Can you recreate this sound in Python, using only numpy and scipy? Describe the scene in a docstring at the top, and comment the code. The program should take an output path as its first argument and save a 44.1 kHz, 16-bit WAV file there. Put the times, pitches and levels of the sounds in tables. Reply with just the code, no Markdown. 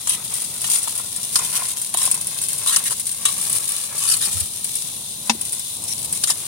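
"""A spoon clicks, scrapes and digs in a metal bowl at a quiet camp, beside a hissing gas burner.
Impacts and stick-slip friction excite the bowl's modes and its hollow; the turbulent gas jet hisses
and the flame murmurs under a pot. Jacket sleeves and a sachet crinkle as they buckle. Late on, a few
dull bumps sound on the ground and a tin is knocked once. Ground, pot and tent return close echoes
of the spoon and the crinkling to a microphone with two ports."""
import sys
import numpy as np
from scipy import signal
from scipy.fft import rfft, irfft, next_fast_len
from scipy.io import wavfile
from scipy.ndimage import uniform_filter1d, map_coordinates

SR = 44100
rng = np.random.default_rng(int(sys.argv[2]) if len(sys.argv) > 2 else 0)


def wav_out(sig):
    """Save sig, one row per channel (or a flat mono array), as 16-bit PCM at SR to the path in sys.argv[1]."""
    wavfile.write(sys.argv[1], SR, np.round(np.clip(np.atleast_2d(sig).T, -1, 1) * 32767).astype(np.int16))


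N = 285327
T = np.arange(N) / SR

# All levels in the tables are relative.
# burner hiss and low flame murmur, with a gap near 1.3-2.5 kHz from the recorder's processing:
# f/Hz, level/dB
HISS_SPECTRUM = [(900, -14.5), (1300, -21), (1650, -30), (2150, -24), (2750, -4.5), (3200, -9.5),
                 (3900, 2.5), (4400, -2), (6000, 0), (8000, -1.5), (9500, 0), (12000, -6.5), (15500, -8)]
MURMUR_SPECTRUM = [(20, -27), (45, -18), (70, -6.5), (110, 1.5), (160, 1.5), (210, -1.5), (280, -9),
                   (450, -11), (800, -13), (1100, -14), (1350, -25), (1650, -39), (4000, -26)]
# rumble of moving air: f/Hz, level/dB
AIR_SPECTRUM = [(20, -10), (45, -7.5), (70, -3), (100, -14), (180, -27), (600, -24.5)]
# resonances of the burner head: f/Hz, bandwidth/Hz, level/dB
BURNER_RESONANCES = [(3570, 130, 12), (3930, 110, 12)]
# strength of the flame: t/s, level/dB
FLAME_LEVELS = [(0, -45.5), (2, -44.5), (3.5, -45.5), (5.5, -45), (6.0, -44.5), (6.47, -43.5)]
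# movement of sleeves and sachet: t/s, fine rustle level/dB, heavy fold level/dB
RUSTLE_LEVELS = [(0, -36, -51), (.27, -30.5, -46.5), (.37, -24, -48), (.5, -28.5, -48), (.77, -24.5, -45),
                 (1.15, -31, -51), (1.33, -28, -45.5), (1.53, -22.5, -38), (1.65, -26.5, -43),
                 (1.88, -30, -55), (2.06, -24.5, -39), (2.27, -30, -50.5), (2.62, -25.5, -46),
                 (2.8, -25.5, -45.5), (3.03, -30.5, -58), (3.2, -27.5, -47.5), (3.45, -25, -42.5),
                 (3.88, -27.5, -45.5), (4.38, -24.5, -43), (4.5, -28.5, -57), (4.85, -30, -53),
                 (5.1, -34, -63), (5.3, -32.5, -51), (5.78, -32.5, -61), (5.96, -29.5, -57),
                 (6.21, -29.5, -55), (6.47, -30, -44)]
# spectra of the fine rustle and the heavy folds: f/Hz, level/dB
FABRIC_SPECTRUM = [(300, -41), (1600, -18.5), (2200, -12.5), (3200, -4), (4800, -3), (7000, -1.5),
                   (9000, 0), (10500, -3.5), (12500, -8), (15500, -10.5)]
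FOLD_SPECTRUM = [(150, -62), (450, -5), (700, -5.5), (1050, 0.5), (1500, -4.5), (2600, -1), (4500, -32),
                 (9000, -35)]
# spoon impacts: t/s, tick level/dB, tick f/Hz, ring level/dB, knock level/dB, knock f/Hz, tick t60/s
SPOON_IMPACTS = [(.072, -17.5, 7400, -31, -32.5, 1060, .056), (.642, -17.5, 3900, -25.5, -34, 1050, .03),
                 (.686, -29, 3600, -39, -33.5, 990, .045), (.874, -25, 3400, -37, -27, 980, .035),
                 (0.995, -34, 5000, -39, -36.5, 1100, .06), (1.356, -7, 5000, -28, -21.5, 1130, .056),
                 (1.389, -16.5, 7000, -44, -39, 1040, .05), (1.393, -27, 1600, -47, -26, 1100, .04),
                 (1.620, -36, 5000, -50, -31.5, 900, .045), (1.940, -17, 11000, -38, -43, 864, .05),
                 (1.9445, -22, 2600, -34, -22.5, 860, .032), (2.016, -25, 3900, -40, -37, 1000, .035),
                 (2.073, -21, 3900, -37, -28.5, 920, .045), (2.175, -25, 5800, -44, -37, 900, .035),
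                 (2.661, -26, 3600, -38, -29, 1180, .045), (2.761, -4, 5400, -29, -27, 1850, .016),
                 (2.7655, -10, 9000, -30, -27, 1250, .03), (2.905, -29, 7000, -51, -35, 1250, .06),
                 (2.916, -24, 9000, -51, -33.5, 1000, .06), (2.926, -26, 6500, -51, -35, 1250, .05),
                 (3.2532, -10.5, 8000, -17.5, -27, 1120, .056), (6.237, -10, 4400, -30, -26, 1360, .05),
                 (6.2725, -17.5, 7000, -34, -35, 1370, .056), (6.3005, -9.5, 5200, -28, -25.5, 1020, .06)]
# modes of the filled bowl: f/Hz, level/dB, t60/s
BOWL_MODES = [(1160, -3, 0.054), (1410, -8, 0.057), (1830, -3.5, 0.06), (2313, -6, 0.07), (2690, -2, 0.084),
              (2952, 2, 0.11), (3060, 1, 0.09), (3416, 2, 0.056), (3860, 3, 0.14), (3990, -1, .1),
              (4630, -4, 0.06), (5300, -3, 0.06), (6680, 1, 0.08), (7560, 3, 0.09), (8760, 1, .064),
              (11130, 3, 0.065)]
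# spectrum of the contact between spoon and bowl: f/Hz, level/dB
CONTACT_SPECTRUM = [(300, -41), (1500, -16), (3000, -2.5), (5000, -1), (7500, 1), (9000, 2), (11000, -1),
                    (12500, -7.5), (15500, -17)]
# spoon strokes: t/s, length/s, rasp level/dB, bowl level/dB, squeak level/dB, squeak f/Hz, hollow f/Hz
SPOON_STROKES = [(0.073, 0.095, -25.5, -41.5, -32, 3200, 1080), (0.691, 0.084, -22.5, -44, -27, 7100, 1010),
                 (1.366, 0.042, -33, -43, -32, 5200, 1110), (1.549, 0.028, -23, -38, -29, 3300, 1150),
                 (1.954, .13, -27.5, -40, -37, 3530, 980), (2.664, 0.06, -24, -32, -24, 3830, 1200),
                 (2.706, 0.052, -25, -32.5, -36, 1830, 1240), (2.849, 0.045, -28, -38, -37, 1850, 1850),
                 (2.894, 0.045, -28.5, -42, -40, 5030, 1200), (3.256, 0.052, -29, -36, -29, 3890, 1130),
                 (3.993, 0.1, -27, -39, -39, 6650, 1140), (4.07, 0.089, -19.5, -39.5, -24, 4660, 1370),
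                 (4.201, 0.06, -24, -38.5, -27.5, 3620, 1550), (4.245, 0.034, -29, -50, -27, 4560, 1430),
                 (5.868, 0.08, -33, -56, -32, 5600, 1000), (6.272, 0.062, -27.5, -36.5, -34, 6920, 1900)]
# sharp crackles: creases giving way, and the start of a spoon scrape at 2.67 s: t/s, level/dB
SHARP_CRACKLES = [(.0945, -5), (0.247, -16), (.339, -14.5), (.419, -14), (0.617, -12.5), (.698, -12.5),
                  (.734, -9), (.771, -10), (.787, -13), (.831, -14), (.954, -14), (0.9773, -10),
                  (1.1623, -11.5), (1.367, -11), (1.686, -13), (1.816, -11.5), (1.9728, -8), (2.0303, -8),
                  (2.0537, -5.5), (2.1138, -4.5), (2.143, -9), (2.2114, -12.5), (2.2706, -10),
                  (2.4164, -10), (2.437, -12), (2.4853, -8), (2.531, -11), (2.673, -9), (2.683, -10),
                  (2.839, -13), (2.866, -12), (2.909, -11.5), (2.998, -11), (3.0676, -11.5), (3.115, -13),
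                  (3.38, -12), (3.413, -10.5), (3.497, -9.5), (3.528, -8.5), (3.551, -8.5), (3.565, -12),
                  (3.691, -9.5), (3.72, -14), (3.9804, -11), (4.168, -11), (4.2515, -10), (4.401, -10.5),
                  (4.644, -9), (4.7543, -11), (5.2734, -18), (5.4118, -10.5), (5.453, -18.5), (5.523, -16),
                  (5.5294, -10), (5.548, -16), (5.595, -15.5), (5.839, -16), (6.047, -14.5), (6.1263, -8),
                  (6.2905, -9.5)]
# spectra of a sharp snap and its lower crackle: f/Hz, level/dB
SNAP_SPECTRUM = [(500, -22.5), (3000, -12), (6000, -7), (8500, 6), (10500, 3), (12500, -9), (15500, -6)]
CRACKLE_SPECTRUM = [(300, -36), (1800, -8), (3300, -0.5), (5500, 4), (8000, -6), (15000, -46)]
# bumps on the ground: t/s, level/dB, f/Hz, length/s
GROUND_BUMPS = [(4.342, -26, 93, 0.053), (4.402, -28, 86, 0.047), (4.838, -37, 170, 0.022),
                (5.347, -30, 350, 0.012), (6.291, -36, 286, 0.012)]
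# modes of the tin, damped by the ground: f/Hz, level/dB, t60/s
TIN_MODES = [(226, -7.5, 0.15), (510, -13, 0.058), (826, -3.5, 0.05), (950, -2, 0.044), (1290, -16, 0.035),
             (1825, -4, 0.048), (2230, -12, 0.05), (2400, -8, 0.048), (2625, -1.5, 0.04), (2695, -1, .045),
             (3540, -4, 0.04), (3700, -6, .035), (4500, -7, .035), (5040, -8, .055), (5600, -11, .05),
             (6720, -6, 0.04)]
# spectrum of the tin's thud against the ground: f/Hz, level/dB
THUD_SPECTRUM = [(120, -20), (220, 1), (400, -3), (650, -10), (900, 3), (1300, -13), (2500, -6),
                 (6000, -22)]
# response of the right port, which faces away from the bowl: f/Hz, level/dB
RIGHT_PORT_RESPONSE = [(30, -6.5), (70, 2), (130, -1), (1100, 1), (2000, -2.5), (3500, -6), (5000, -7.5),
                       (7000, -4.5), (9000, -2.5), (11500, 2), (15500, 1)]


def undb(db):
    """Amplitude grows tenfold for every 20 dB."""
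    return 10 ** (np.asarray(db) / 20)


def unit(x):
    """Normalisation to an rms of 1."""
    return x / np.sqrt(np.mean(x ** 2))


def gains(points, n):
    """Frequency response at the bins of an n-point spectrum, interpolated in dB over log frequency."""
    hz, db = np.transpose(points)
    bin_hz = np.arange(n // 2 + 1) * SR / n
    return undb(np.interp(np.log(bin_hz + 1), np.log(hz), db))


def colour(x, points):
    """Spectral shaping that conserves the power of white noise."""
    n = next_fast_len(x.shape[-1])
    return irfft(rfft(x, n) * unit(gains(points, n)), n)[..., :x.shape[-1]]


def resonate(x, hz, width_hz):
    """A second-order resonance with gain 1 at its centre."""
    return signal.lfilter(*signal.iirpeak(min(hz, .45 * SR), hz / width_hz, SR), x)


def wander(rate):
    """Smooth random modulation of rms 1, from `rate` new values a second."""
    hold = max(int(SR / rate), 1)
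    steps = np.repeat(rng.standard_normal(N // hold + 1), hold)
    return unit(uniform_filter1d(uniform_filter1d(steps, hold), hold)[:N])


def add(out, start_s, sound):
    """Superposition: a sound joins the mix at its starting time."""
    i = max(int(start_s * SR), 0)
    out[:, i:i + sound.shape[1]] += sound[:, :N - i]


def stove(jet_db, whistle_db, side_db, air_db):
    """Turbulence is broadband: the jet hisses and excites the burner head; flame and air rumble."""
    gas = rng.standard_normal((2, N))
    whistle = sum(undb(db + whistle_db + 1.4 * wander(5.23)) * resonate(gas, hz, width)
                  for hz, width, db in BURNER_RESONANCES)
    hiss = colour(rng.standard_normal((2, N)), HISS_SPECTRUM)
    jet = (hiss + whistle) * undb(jet_db + 1.3 * wander(6.6))
    flame = colour(rng.standard_normal(N) + undb(side_db) * rng.standard_normal((2, N)), MURMUR_SPECTRUM)
    air = colour(rng.standard_normal((2, N)), AIR_SPECTRUM) * undb(air_db + 2.2 * wander(4.5))
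    flame_db = np.interp(T, *np.transpose(FLAME_LEVELS)) + 1.63 * wander(11)
    return jet + flame * undb(flame_db) + air


def grains(per_s, spread_db, life_s):
    """Shot noise: random slips of unequal size, each a puff whose power decays exponentially."""
    sizes = undb(spread_db * np.minimum(rng.exponential(size=N), 4))
    slips = sizes * (rng.random(N) < per_s / SR)
    power = signal.lfilter([1], [1, -np.exp(-1 / (life_s * SR))], slips ** 2)
    return unit(np.sqrt(power) * rng.standard_normal((2, N)))


def rustle(fabric_db, folds_db, left_db):
    """Friction in fabric and foil releases many tiny slips: fine rustle, sharp prickles, heavy folds."""
    times, *levels = np.transpose(RUSTLE_LEVELS)
    fine_db, heavy_db = (np.interp(T, times, level) for level in levels)
    sides_db = np.array([[1], [-1]]) * left_db / 2
    prickles = undb(-6) * grains(per_s=45, spread_db=2.5, life_s=.0005)
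    fine = colour(grains(per_s=1300, spread_db=2.5, life_s=.0016) + prickles, FABRIC_SPECTRUM)
    fine *= undb(fine_db + fabric_db + sides_db + 1.55 * wander(40))
    folds = colour(grains(per_s=370, spread_db=2.5, life_s=.0059), FOLD_SPECTRUM)
    folds *= undb(heavy_db + folds_db + 2.8 * wander(30))
    return fine + folds + .44 * folds[::-1]  # each fold reaches both ports


def burst(t60, rise_s):
    """Scattering spreads an impact into noise that swells and decays, independently at each port."""
    t = T[:SR // 4]
    envelope = (1 - np.exp(-(t / rise_s) ** 2)) * np.exp(-np.log(1000) * t / t60)
    return envelope / envelope.max() * rng.standard_normal((2, len(t)))


def ring(modes, scatter_db, detune, diffuse_hz):
    """Free vibration is a sum of damped modes; each contact point shares the energy out anew."""
    t, out = T[:SR // 4], 0
    weights = unit(undb(scatter_db * rng.standard_normal(len(modes))))
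    for (hz, db, t60), weight in zip(modes, weights):
        pitch, lag = rng.uniform(-1.1, 1, 2)
        # high modes reach the two ports out of step
        phase = np.array([[1], [-1]]) * lag * min(hz / diffuse_hz, np.pi / 2)
        envelope = weight * undb(db) * np.exp(-np.log(1000) * t / t60)
        out = out + envelope * np.sin(2 * np.pi * hz * (1 + detune * pitch) * t + phase)
    return out * (1 - np.exp(-t / .00056))


def hollow_knock(hz, t60, thud_db):
    """Cavity resonance: the struck bowl gives a pitched pock over a thud an octave lower; peak 1."""
    pock = resonate(resonate(burst(t60, rise_s=.0006), hz, 380), hz, 640)
    thud = resonate(resonate(burst(.38 * t60, rise_s=.0008), hz / 2, 520), hz / 2, 900)
    knock = unit(pock) + undb(thud_db) * unit(thud)
    knock = knock + .15 * knock[::-1]
    return knock / np.abs(knock).max()


def spoon_clinks(tick_db, focus_db, ring_db, knock_db):
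    """Impact excitation: the spoon ticks on the rim and sets the bowl's wall and hollow ringing."""
    ticks, body = np.zeros((2, 2, N))
    for start, db, tick_hz, metal_db, hollow_db, hollow_hz, t60 in SPOON_IMPACTS:
        tick = undb(db) * burst(t60, rise_s=.0005)
        add(ticks, start, tick + undb(focus_db) * resonate(tick, tick_hz, 1360))
        metal = ring(BOWL_MODES, scatter_db=2.2, detune=.008, diffuse_hz=2520)
        add(body, start, undb(metal_db + ring_db) * metal)
        knock = hollow_knock(hollow_hz, .65 * t60, thud_db=-13)
        add(body, start - .0005, undb(hollow_db + knock_db) * knock)
    return undb(tick_db) * colour(ticks, CONTACT_SPECTRUM) + body


def glide(x, share):
    """Time warping slides the pitch up or down by a share over the length of a sound."""
    i = np.arange(x.shape[1])
    place = i + share * rng.choice([-1, 1]) * i * (i / len(i) - 1) / 2
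    return np.array([map_coordinates(port, [place], mode="mirror") for port in x])


def spoon_scrapes(rasp_db, ring_db, squeak_db, hollow_db):
    """Stick-slip friction rasps and drives the bowl and its hollow; a squeak slides with the grip."""
    out = np.zeros((2, N))
    slips = grains(per_s=700, spread_db=1, life_s=.0019)
    slips *= undb(1.8 * wander(260))  # the edge catches and lets go
    damped_modes = [(hz, db, .45 * t60) for hz, db, t60 in BOWL_MODES]  # the spoon presses on the wall
    for start, length, db, bowl_db, grip_db, grip_hz, hollow_hz in SPOON_STROKES:
        drag = unit(slips[:, int(start * SR):int((start + length) * SR)])
        stroke = signal.windows.tukey(drag.shape[1], .45)
        bowl_response = ring(damped_modes, scatter_db=1.5, detune=.022, diffuse_hz=1500)
        metal = signal.fftconvolve(drag, bowl_response, axes=1)[:, :len(stroke)]
        squeak = glide(resonate(resonate(drag, grip_hz, 280), grip_hz, 1200), share=.025)
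        hollow = resonate(resonate(drag + .46 * drag[::-1], hollow_hz, 310), hollow_hz, 630)
        wall_echo = .5 * np.roll(drag, int(.0009 * rng.uniform(.5, 1) * SR), axis=1)
        rasp = colour(drag + wall_echo, CONTACT_SPECTRUM)
        parts = [(rasp, db + rasp_db), (metal, bowl_db + ring_db),
                 (squeak, grip_db + squeak_db), (hollow, bowl_db + hollow_db)]
        add(out, start, stroke * sum(undb(part_db) * unit(part) for part, part_db in parts))
    return out


def faint_creases(per_s, offset_db, spread_db):
    """Small creases buckle at random times, as strongly as the hands move; rows of t/s, level/dB."""
    when, size = rng.random((200, 2))[:int(per_s * T[-1])].T
    rustle_times, fine_db, _ = np.transpose(RUSTLE_LEVELS)
    times = when * T[-1]
    levels = np.interp(times, rustle_times, fine_db) + offset_db + spread_db * (2 * size - 1)
    return list(zip(times, levels))


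def crackles(snap_db, crackle_db, left_db):
    """Buckling creases, and once the start of a scrape, give a tick and tiny snaps over a crackle."""
    high, low = np.zeros((2, 2, N))
    tail_t60 = .083
    for start, db in list(SHARP_CRACKLES) + faint_creases(per_s=6, offset_db=5.5, spread_db=2.5):
        tick = burst(t60=.014, rise_s=.0003)
        tail = undb(-6.5) * burst(tail_t60, rise_s=.00087)
        add(high, start - .0005, undb(db) * (tick + tail))
        add(low, start - .001, undb(db) * burst(tail_t60, rise_s=.0033))
    flicker = undb(1.2 * wander(700) + np.array([[1], [-1]]) * left_db / 2)
    snaps = undb(snap_db) * colour(high * flicker, SNAP_SPECTRUM)
    return snaps + undb(crackle_db) * colour(low * flicker, CRACKLE_SPECTRUM)


def ground_bumps():
    """Soft, heavy pushes give low pulses of a few cycles, stronger and leading in phase on the right."""
    out = np.zeros((2, N))
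    port_db, port_phase = np.array([[-6], [2.5]]), np.array([[0], [1.5]])
    for start, db, hz, length in GROUND_BUMPS:
        t = T[:int(length * SR)]
        envelope = undb(db + port_db) * np.sin(np.pi * t / length)
        add(out, start, envelope * np.sin(2 * np.pi * hz * t + port_phase))
    return out


def tin_knock(start_s, ring_db, clack_db, thud_db):
    """Damped modal vibration: a knocked tin clacks and thuds, and its base hums a moment longer."""
    out = np.zeros((2, N))
    add(out, start_s, undb(ring_db) * ring(TIN_MODES, scatter_db=.8, detune=.006, diffuse_hz=1500))
    add(out, start_s - .001, undb(clack_db) * colour(burst(t60=.064, rise_s=.0012), CRACKLE_SPECTRUM))
    add(out, start_s, undb(thud_db) * colour(burst(t60=.06, rise_s=.002), THUD_SPECTRUM))
    # so small a body radiates no deep bass
    return signal.sosfilt(signal.butter(3, 150, "high", fs=SR, output="sos"), out)


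def reflections(x, echo_db, count):
    """Comb filtering: close echoes join the direct sound, drifting as hands and microphone move."""
    out = x.copy()
    for port in (0, 1):
        for _ in range(count):
            lag_s = rng.uniform(.001002, .006) + .000184 * wander(1.5)
            out[port] += undb(echo_db) * np.interp(T - lag_s, T, x[port])
    return out / np.sqrt(1 + count * undb(echo_db) ** 2)


def scene():
    """The sources add linearly; only the spoon and the crinkling carry echoes."""
    spoon = spoon_clinks(tick_db=-3.5, focus_db=5.5, ring_db=-2.5, knock_db=8.5)
    spoon += spoon_scrapes(rasp_db=2.5, ring_db=4.5, squeak_db=1, hollow_db=-3.5)
    burner = stove(jet_db=-35.5, whistle_db=-1, side_db=-11.5, air_db=-59)
    knocks = ground_bumps() + tin_knock(start_s=5.296, ring_db=-8.5, clack_db=-8, thud_db=-19)
    crinkling = rustle(fabric_db=-2.5, folds_db=-.2, left_db=.5)
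    crinkling += crackles(snap_db=-6.5, crackle_db=-21, left_db=1)
    return reflections(spoon + crinkling, echo_db=-9.5, count=3) + burner + knocks


def record(dry):
    """The right port is shadowed and both resonate in the treble; saturation and a low-pass follow."""
    n = next_fast_len(N)
    left = dry[0]
    right = irfft(rfft(dry[1], n) * gains(RIGHT_PORT_RESPONSE, n), n)[:N]
    ports = np.array([left + 2.29 * resonate(left, 9360, 980),
                      right + 1.86 * resonate(right, 9580, 810)])
    low_pass = signal.ellip(10, .2, 70, 15850, fs=SR, output="sos")
    return signal.sosfilt(low_pass, np.tanh(ports))


dry = scene()
out = record(dry)
wav_out(out)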